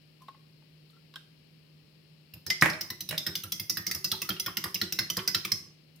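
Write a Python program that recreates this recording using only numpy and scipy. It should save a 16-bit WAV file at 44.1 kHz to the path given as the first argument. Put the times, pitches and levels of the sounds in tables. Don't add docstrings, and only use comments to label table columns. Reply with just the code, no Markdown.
import sys
import numpy as np
from scipy import signal
from scipy.fft import rfft, irfft, next_fast_len
from scipy.io import wavfile
from scipy.ndimage import uniform_filter1d

SR = 44100
rng = np.random.default_rng(int(sys.argv[2]) if len(sys.argv) > 2 else 0)


def voltage_ratio(level):
    return 10 ** (np.asarray(level, float) / 20)


def generate_wav(sig):
    pcm = np.round(np.clip(np.atleast_2d(sig).T, -1, 1) * 32767).astype(np.int16)
    wavfile.write(sys.argv[1], SR, pcm)


N = 264600
T = np.arange(SR // 3) / SR

# start [s], wall level [dB],
# tine under the liquid [dB], its pitch [Hz], shove on the cup [dB].
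PUSHES = [(2.3368, -41.5, -42.5, 2600, -54.5), (2.464, -25, -35, 4390, -44), (2.611, -16.5, -28, 4400, -34),
          (2.6979, -24, -33, 4400, -48), (2.733, -50, -31.5, 4260, -67), (2.902, -28.5, -27, 4000, -45.5),
          (3.0893, -26, -25, 3770, -46), (3.265, -22, -23.5, 3850, -37.5),
          (3.4354, -31.5, -34, 3130, -45.5), (3.5968, -22.5, -34, 3440, -46),
          (3.7704, -23, -33.5, 3450, -43.5), (3.947, -23, -38, 4700, -44.5),
          (4.1157, -19.5, -16, 4015, -40.5), (4.2904, -22, -26.5, 4140, -34), (4.4615, -26, -24, 3106, -42),
          (4.6394, -19, -28.5, 3300, -38.5), (4.814, -24, -18.5, 4050, -34), (4.988, -21, -19.5, 4220, -39),
          (5.1683, -17.5, -23, 4210, -33), (5.346, -20, -15, 4030, -39.5),
          (5.5175, -15.5, -23.5, 4480, -44.5)]
RETURNS = [(2.501, -16.5, -22.5, 3080, -48), (2.809, -22, -33.5, 2980, -48),
           (3.0059, -24, -30.5, 4030, -47), (3.1783, -21, -18.5, 3573, -49),
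           (3.353, -23, -23.5, 3500, -47.5), (3.5203, -20, -24, 3286, -46.5),
           (3.696, -17, -43, 4240, -43.5), (3.8659, -19.5, -35.5, 3240, -42.5),
           (3.912, -23.5, -22, 4550, -53), (4.0429, -18, -33.5, 2730, -45), (4.2172, -22, -28, 2745, -45),
           (4.397, -20, -27.5, 3385, -51), (4.5694, -20.5, -23, 2850, -41), (4.7434, -20.5, -30, 3230, -42),
           (4.9234, -20.5, -27, 2743, -41.5), (5.0996, -18.5, -23.5, 3150, -42.5),
           (5.2753, -15, -31.5, 2520, -43.5), (5.449, -22.5, -23, 2627, -42.5)]
# frequency [Hz], likeness [0 to 1].
ALIKE = [(60, .8), (130, 0.4), (290, 0.31), (640, 0.32), (1400, .02), (12000, .01)]


def unit(x):
    return x / np.sqrt(np.mean(x ** 2) + 1e-20)


def along(points, hz):
    f, v = np.transpose(points)
    return np.interp(np.log(hz + 1), np.log(f + 1), v)


def filtered(x, response):
    m = next_fast_len(x.shape[-1] + 8192)
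    spectrum = rfft(x, m) * response(np.fft.rfftfreq(m, 1 / SR))
    return irfft(spectrum, m)[..., :x.shape[-1]]


def resonant(peaks):
    def response(f):
        total = 0
        for k, (centre, width, db) in enumerate(peaks):
            damping = 1j * f * width
            total = total + (-1) ** k * voltage_ratio(db) * damping / (centre ** 2 - f ** 2 + damping)
        return total
    return response


def stereo_angle(hz):
    return np.arccos(np.clip(along(ALIKE, hz), 0, 1)) / 2


def pair(response, count):
    def mid_side(hz):
        angle = stereo_angle(hz)
        return response(hz) * [np.cos(angle), np.sin(angle)]

    mid, side = filtered(rng.standard_normal((2, count)), mid_side)
    return unit(np.array([mid + side, mid - side]))


def ring(modes, scatter_db, rough=0, rise=.0001):
    hz, db, t60 = np.transpose(modes)[:, :, None]
    t = T[T < 1.5 * t60.max()]
    luck = rng.standard_normal((len(modes), 1))
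    flutter = rough * np.cumsum(rng.standard_normal((len(modes), len(t))), axis=1)
    decay = voltage_ratio(db + scatter_db * luck - 60 * t / t60)
    x = np.sum(decay * np.sin(2 * np.pi * hz * t + flutter), axis=0)
    x = x * (1 - np.exp(-t / rise)) ** 2
    return np.pad(x / np.abs(x).max(), (0, len(T) - len(t)))


def puff(response, t60):
    noise = unit(filtered(rng.standard_normal(len(T)), response))
    return noise * voltage_ratio(-5.5 - 60 * T / t60)


def add(mix, s, x, pan_db, wet_db):
    # frequency [Hz], t60 [s].
    room = [(150, 0.41), (1000, 0.47), (4000, 0.36), (9000, 0.42), (15000, 0.26)]
    hz = np.fft.rfftfreq(256, 1 / SR)[:, None]
    t = np.arange(118) * 128 / SR
    angle = stereo_angle(hz) * np.clip(hz / 420, 0, 1)
    fade = voltage_ratio(-60 * t / along(room, hz))
    noise = rng.standard_normal((2, *fade.shape)) + 1j * rng.standard_normal((2, *fade.shape))
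    mid, side = noise * [np.cos(angle), np.sin(angle)]
    tail = signal.istft(fade * [mid + side, mid - side], nperseg=256)[1][:, :len(T)]
    tail = tail * np.clip(T / 0.00047, 0, 1) * (1 + 3.5 * np.exp(-T / 0.0045))
    tail = tail / np.linalg.norm(tail) * 1.93
    wet = signal.fftconvolve(x[None], tail, axes=1)[:, :len(T)]
    sides = voltage_ratio([[pan_db / 2], [-pan_db / 2]])
    mix[:, round(s * SR):][:, :len(T)] += (x + voltage_ratio(wet_db) * wet) * sides


def tine_under_liquid(hz):
    modes = [(hz, 0, .022), (1.07 * hz, -5.5, .015), (0.82 * hz, -7, .015), (1.4 * hz, -5, .015)]
    return ring(modes, scatter_db=1.5, rough=0.12) * np.clip(T / 0.00085, 0, 1)


def rim(hz, t60):
    return ring([(hz, 0, t60), (0.93 * hz, -3.5, .02)], scatter_db=4, rough=0.011)


def glass_wall(near, where):
    # frequency [Hz], level [dB], t60 [s].
    glass = [(4400, -22, 0.0052), (5230, -3.5, 0.0095), (5130, 7, 0.061), (5052, 0.5, 0.017),
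             (5792, 2.5, 0.015), (5990, -33, 0.057)]
    spot_hz = 5183 * np.exp(0.021 * where)
    spot = ring([(spot_hz, 0, .025), (1.04 * spot_hz, -5, .015)], scatter_db=0.5, rough=0.14)
    wall = voltage_ratio(-4.0) * ring(glass, scatter_db=7, rough=0.15) + voltage_ratio(-6.0) * spot
    handle_db = -12 + 2 * rng.standard_normal()
    handle = ring([(5936, 0, 0.042)], scatter_db=0, rough=.11)
    return wall + near * voltage_ratio(handle_db) * handle


def fork():
    # frequency [Hz], width [Hz], level [dB].
    tine_modes = [(9360, 1400, -1.5), (10320, 1440, 3), (14060, 1400, 8.5), (16400, 490, -9)]
    # frequency [Hz], level [dB per Hz].
    crack = [(410, -66), (700, -29), (1080, -8), (1940, -5), (2360, -23), (2630, 9), (3470, -5),
             (4060, 10.5), (4700, -19), (5220, -15), (7770, -4), (14100, -5), (15700, -7), (16500, -54.5)]
    # time [s], sparkle [dB].
    wrist = [(2.34, -30.5), (2.48, -30.5), (2.62, -36), (2.75, -34), (2.8, -27), (3.15, -26.5),
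             (3.6, -24.5), (4.25, -23.5), (5.55, -26)]
    # start [s], peak [dB], pitch [Hz].
    rebounds = [
        (2.824, -46, 2780),
        (3.1086, -24, 2826),
        (4.151, -33, 3890),
        (4.2278, -28.5, 2570),
        (4.3034, -20, 3300),
        (4.365, -35, 2770),
        (4.7562, -24.5, 2670),
        (4.8338, -28, 4260),
        (5.191, -27.5, 3000),
        (5.36, -46, 4100),
    ]
    # start [s], peak [dB], pitch [Hz].
    rim_rings = [(2.466, -37.5, 1820), (2.5044, -19, 2060), (2.81, -36, 2120), (2.9035, -31, 2004),
                 (3.2651, -29, 1883), (3.5974, -34.5, 2104), (3.7712, -23.5, 1845), (3.8656, -33.5, 2123),
                 (3.9132, -23.5, 2053), (4.289, -35, 1920), (4.4622, -33.5, 1830), (4.5715, -27.5, 2110),
                 (4.642, -25.5, 1880), (4.8142, -25.5, 1940), (4.9886, -20, 2040), (5.167, -32, 1820),
                 (5.3462, -28, 1900), (5.5173, -28, 2100)]
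    usual_db, usual_crack_db = -22, -30.5
    pan_db = -1.8
    mix = np.zeros((2, N + SR))
    blows = [(0, p) for p in PUSHES] + [(1, r) for r in RETURNS]
    for near, (s, db, under_db, under_hz, _) in blows:
        where, side = rng.standard_normal(2)
        wall = glass_wall(near, where)
        crack_db = usual_crack_db + .45 * (db - usual_db) + .35 * (under_db - usual_crack_db)
        sparkle_db = np.interp(s, *np.transpose(wrist)) + 0.44 * (db - usual_db)
        tines = []
        for hz, width, level_db in tine_modes:
            struck_hz = hz * np.exp(0.024 * rng.standard_normal())
            tines.append((struck_hz, width, level_db + 1.7 * rng.standard_normal()))
        body = voltage_ratio(db) * wall
        body = body + voltage_ratio(crack_db) * puff(lambda hz: voltage_ratio(along(crack, hz)), t60=0.022)
        body = body + voltage_ratio(sparkle_db + 3.5) * puff(resonant(tines), t60=0.022)
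        lags = (rng.random(2) * .005 * SR).astype(int)
        chatter = body + sum(0.23 * np.pad(body, (k, 0))[:len(T)] for k in lags)
        x = voltage_ratio(1.0) * chatter * np.clip(T / 0.0022, 0, 1)
        x = x + voltage_ratio(under_db + 0.76) * tine_under_liquid(under_hz)
        x = x + near * voltage_ratio(db - 25.5) * rim(2047 * np.exp(.015 * where), t60=0.17)
        add(mix, s, x, pan_db + .9 * side, wet_db=-0.8)
    for s, db, hz in rebounds:
        add(mix, s, voltage_ratio(db - 0.8) * tine_under_liquid(hz), pan_db, wet_db=0.5)
    for s, db, hz in rim_rings:
        t60 = 0.03 + 0.088 * np.exp(-0.92 * (s - rim_rings[0][0]))
        add(mix, s, voltage_ratio(db - 2.5) * rim(hz, t60), pan_db, wet_db=-1)
    return mix[:, :N]


def liquid():
    # start [s], peak [dB],
    # pitch [Hz].
    gulps = [(2.902, -45, 1017), (3.112, -42, 1500), (3.264, -28.5, 1535), (3.439, -39.5, 1338),
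             (3.772, -43, 1195), (3.898, -43, 1276), (3.948, -40, 1185), (4.046, -48, 1470),
             (4.124, -32, 1274), (4.136, -40, 855), (4.221, -44, 1093), (4.248, -45, 1216),
             (4.291, -24, 1340), (4.464, -28, 1364), (4.48, -29.5, 1114), (4.574, -41, 1370),
             (4.639, -33.5, 1160), (4.657, -29.5, 1120), (4.815, -30, 1407), (4.991, -23, 1536),
             (5.1, -45, 1285), (5.178, -23, 1110), (5.282, -31, 1510), (5.348, -26.5, 1330),
             (5.45, -37, 1206), (5.482, -50, 1040), (5.518, -43, 1104)]
    mix = np.zeros((2, N + SR))
    short = T[:SR // 10]
    for s, db, hz in gulps:
        t60 = .03 * voltage_ratio(-.4 * (db + 35))
        rising = np.sin(2 * np.pi * hz * (T + 1.5 * T ** 2))
        gulp = voltage_ratio(-60 * T / t60) * rising * (1 - np.exp(-T / 0.0028))
        age = np.clip(short - .03 * rng.random((40, 1)) ** 1.9, 0, None)
        pitch = 0.95 * hz * np.exp(1.21 * rng.random((40, 1)))
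        spatter = np.sum(voltage_ratio(-60 * age * pitch / 14) * np.sin(2 * np.pi * pitch * age), axis=0)
        spatter = voltage_ratio(-19) * np.pad(spatter, (0, len(T) - len(short)))
        add(mix, s, voltage_ratio(db + 4.5) * (gulp + spatter), -.8, wet_db=-2.0)
    return mix[:, :N]


def counter():
    # frequency [Hz], level [dB], t60 [s].
    parts = [
        [(103.9, -1.5, 0.14), (80.4, -8, 0.157)],
        [(153, -28.5, 0.11), (179, -3.5, 0.22), (195.3, 3.5, 0.092)],
        [(325, 2.5, 0.18), (374.7, -11, 0.61), (488.4, 4.5, 0.0463)],
    ]
    # start [s], slab [dB], cabinet [dB], cup foot [dB].
    settle = [
        (5.6, -52, -50, -61.5),
        (5.661, -53, -57.5, -61.5),
    ]
    usual_shove_db = -40.5
    tips = []
    for rows, usual_slab_db in ((PUSHES, -36.5), (RETURNS, -46)):
        for s, *_, shove_db in rows:
            harder_db = shove_db - usual_shove_db
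            tips.append((s, usual_slab_db + 0.32 * harder_db, shove_db, -45.5 + 1.18 * harder_db))
    shake = np.zeros(N + SR)
    for s, *levels_db in tips + list(settle):
        for db, modes in zip(levels_db, parts):
            part = voltage_ratio(db - 0.5) * ring(modes, scatter_db=5.5, rough=0.039, rise=0.011)
            shake[round(s * SR):][:len(T)] += part
    shake = filtered(shake[:N], lambda hz: 1 / (1 + (65 / (hz + 1)) ** 4))
    return shake * voltage_ratio([[-.7], [.7]])


def bowl():
    # start [s], peak [dB], thud [dB], tick [dB].
    drops = [
        (2.6224, -7, -16, -14.5),
        (2.6587, -15, -11.5, -15.5),
        (3.11, -33, -10, 2.5),
        (3.1263, -30, -5.5, -11),
        (3.143, -36.5, -7.5, -19),
    ]
    # frequency [Hz], width [Hz], level [dB].
    plastic = [(804, 320, -4.5), (1112, 260, 2.5), (1674, 430, 6), (1930, 144, 12.5), (2270, 336, 6),
               (2850, 123.5, -38), (4560, 440, -20.5)]
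    # frequency [Hz], width [Hz], level [dB].
    thud = [(162, 35, 4.5), (321, 23, 0), (485, 220, -7.5), (631, 21, 2.5)]
    # start [s], peak [dB], pitch [Hz], t60 [s], tick [dB].
    taps = [(0.206, -59, 1040, 0.063, -4), (0.217, -50, 1045, 0.11, -11), (0.283, -35, 1078, 0.07, -9.5),
            (0.345, -51.5, 1077, 0.031, -15), (0.621, -59, 1080, 0.012, -6), (0.899, -68, 1210, 0.03, 12),
            (0.93, -65, 1330, 0.18, -5), (0.965, -58, 1393, 0.078, -8), (1.139, -50, 1110, 0.042, 9),
            (1.158, -42, 1582, 0.071, 11.5), (1.16, -47.5, 1046, 0.035, -12)]
    # frequency [Hz], level [dB per Hz].
    finger = [(800, -19), (1600, 1), (2200, -10.5), (3300, 4.5), (4200, 0.5), (5400, -8), (6200, -25),
              (16000, -18)]
    # start [s], peak [dB].
    flicks = [
        (0.218, -54),
        (0.9024, -59),
        (5.958, -52),
    ]
    mix = np.zeros((2, N + SR))
    blow = np.exp(-T / .00008)
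    for s, db, thud_db, tick_db in drops:
        shell = filtered(blow, resonant(plastic))
        stone = filtered(blow, resonant(thud))
        rattle = voltage_ratio(-15) * puff(resonant(plastic), t60=.2) * np.clip(T / .008, 0, 1)
        tick = voltage_ratio(tick_db + 3.0) * puff(lambda hz: hz > 3000, t60=0.017)
        x = shell / np.abs(shell).max() + voltage_ratio(thud_db + 2.5) * stone / np.abs(stone).max()
        add(mix, s, voltage_ratio(db + 2.5) * (x + rattle + tick), -2.5, wet_db=-0.5)
    for s, db, hz, t60, tick_db in taps:
        tick = voltage_ratio(tick_db + 3.0) * puff(lambda f: voltage_ratio(along(finger, f)), t60=0.017)
        modes = [(hz, 0, t60), (0.81 * hz, -7.5, .03), (1.4 * hz, -12, .03), (1.9 * hz, -14, .03)]
        knock = ring(modes, scatter_db=4, rough=0.05, rise=0.0016)
        add(mix, s, voltage_ratio(db - .1) * knock, 1.5, wet_db=-13)
        add(mix, s, voltage_ratio(db - 3.5) * tick, -1.5, wet_db=0.5)
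    for s, db in flicks:
        add(mix, s, voltage_ratio(db - 8.5) * puff(lambda hz: hz > 5200, t60=0.038), 1.5, wet_db=9)
    return mix[:, :N]


def fan():
    # frequency [Hz], level [dB per Hz].
    air = [(22, -19), (60, -17.5), (125, -18), (245, -17), (580, -27), (700, -34.5), (1440, -36.5),
           (2900, -30.5), (3600, -39), (4200, -34), (5400, -35), (5900, -46), (15200, -42.5),
           (16500, -33.5)]
    # frequency [Hz], left over right [dB].
    lean = [(60, 3), (110, -5.5), (200, 2.5), (380, 3), (700, -1.5), (1290, 2.5), (2380, 13), (4400, 21.5),
            (8120, -4.5), (15000, 3)]
    hiss = pair(lambda hz: voltage_ratio(along(air, hz)), count=N)
    hiss = filtered(hiss, lambda hz: voltage_ratio(along(lean, hz) * [[.5], [-.5]]))
    hiss = hiss / np.std(filtered(hiss.mean(axis=0), lambda hz: hz > 400))
    return voltage_ratio(-66) * hiss


def fridge():
    drift = uniform_filter1d(rng.standard_normal(N), size=4000)
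    sway = uniform_filter1d(uniform_filter1d(rng.standard_normal(N), size=1200), size=1200)
    tone = np.sin(2 * np.pi * 154 * np.arange(N) / SR + .5 * unit(drift))
    return voltage_ratio(-56.5 + 2.2 * unit(sway)) * tone * voltage_ratio([[-.4], [.4]])


def scene():
    return fork() + liquid() + counter() + bowl() + fan() + fridge()


def band_limit(x):
    return signal.sosfilt(signal.butter(12, 17130, fs=SR, output="sos"), x)


def record(dry):
    def microphone(hz):
        low_cut = hz ** 2 / (hz ** 2 + 60 ** 2)
        high_cut = voltage_ratio(-45.0) + 1 / (1 + (hz / 15700) ** 60)
        return low_cut * high_cut

    heard = filtered(dry, microphone)
    return band_limit(heard)


dry = scene()
out = record(dry)
generate_wav(out)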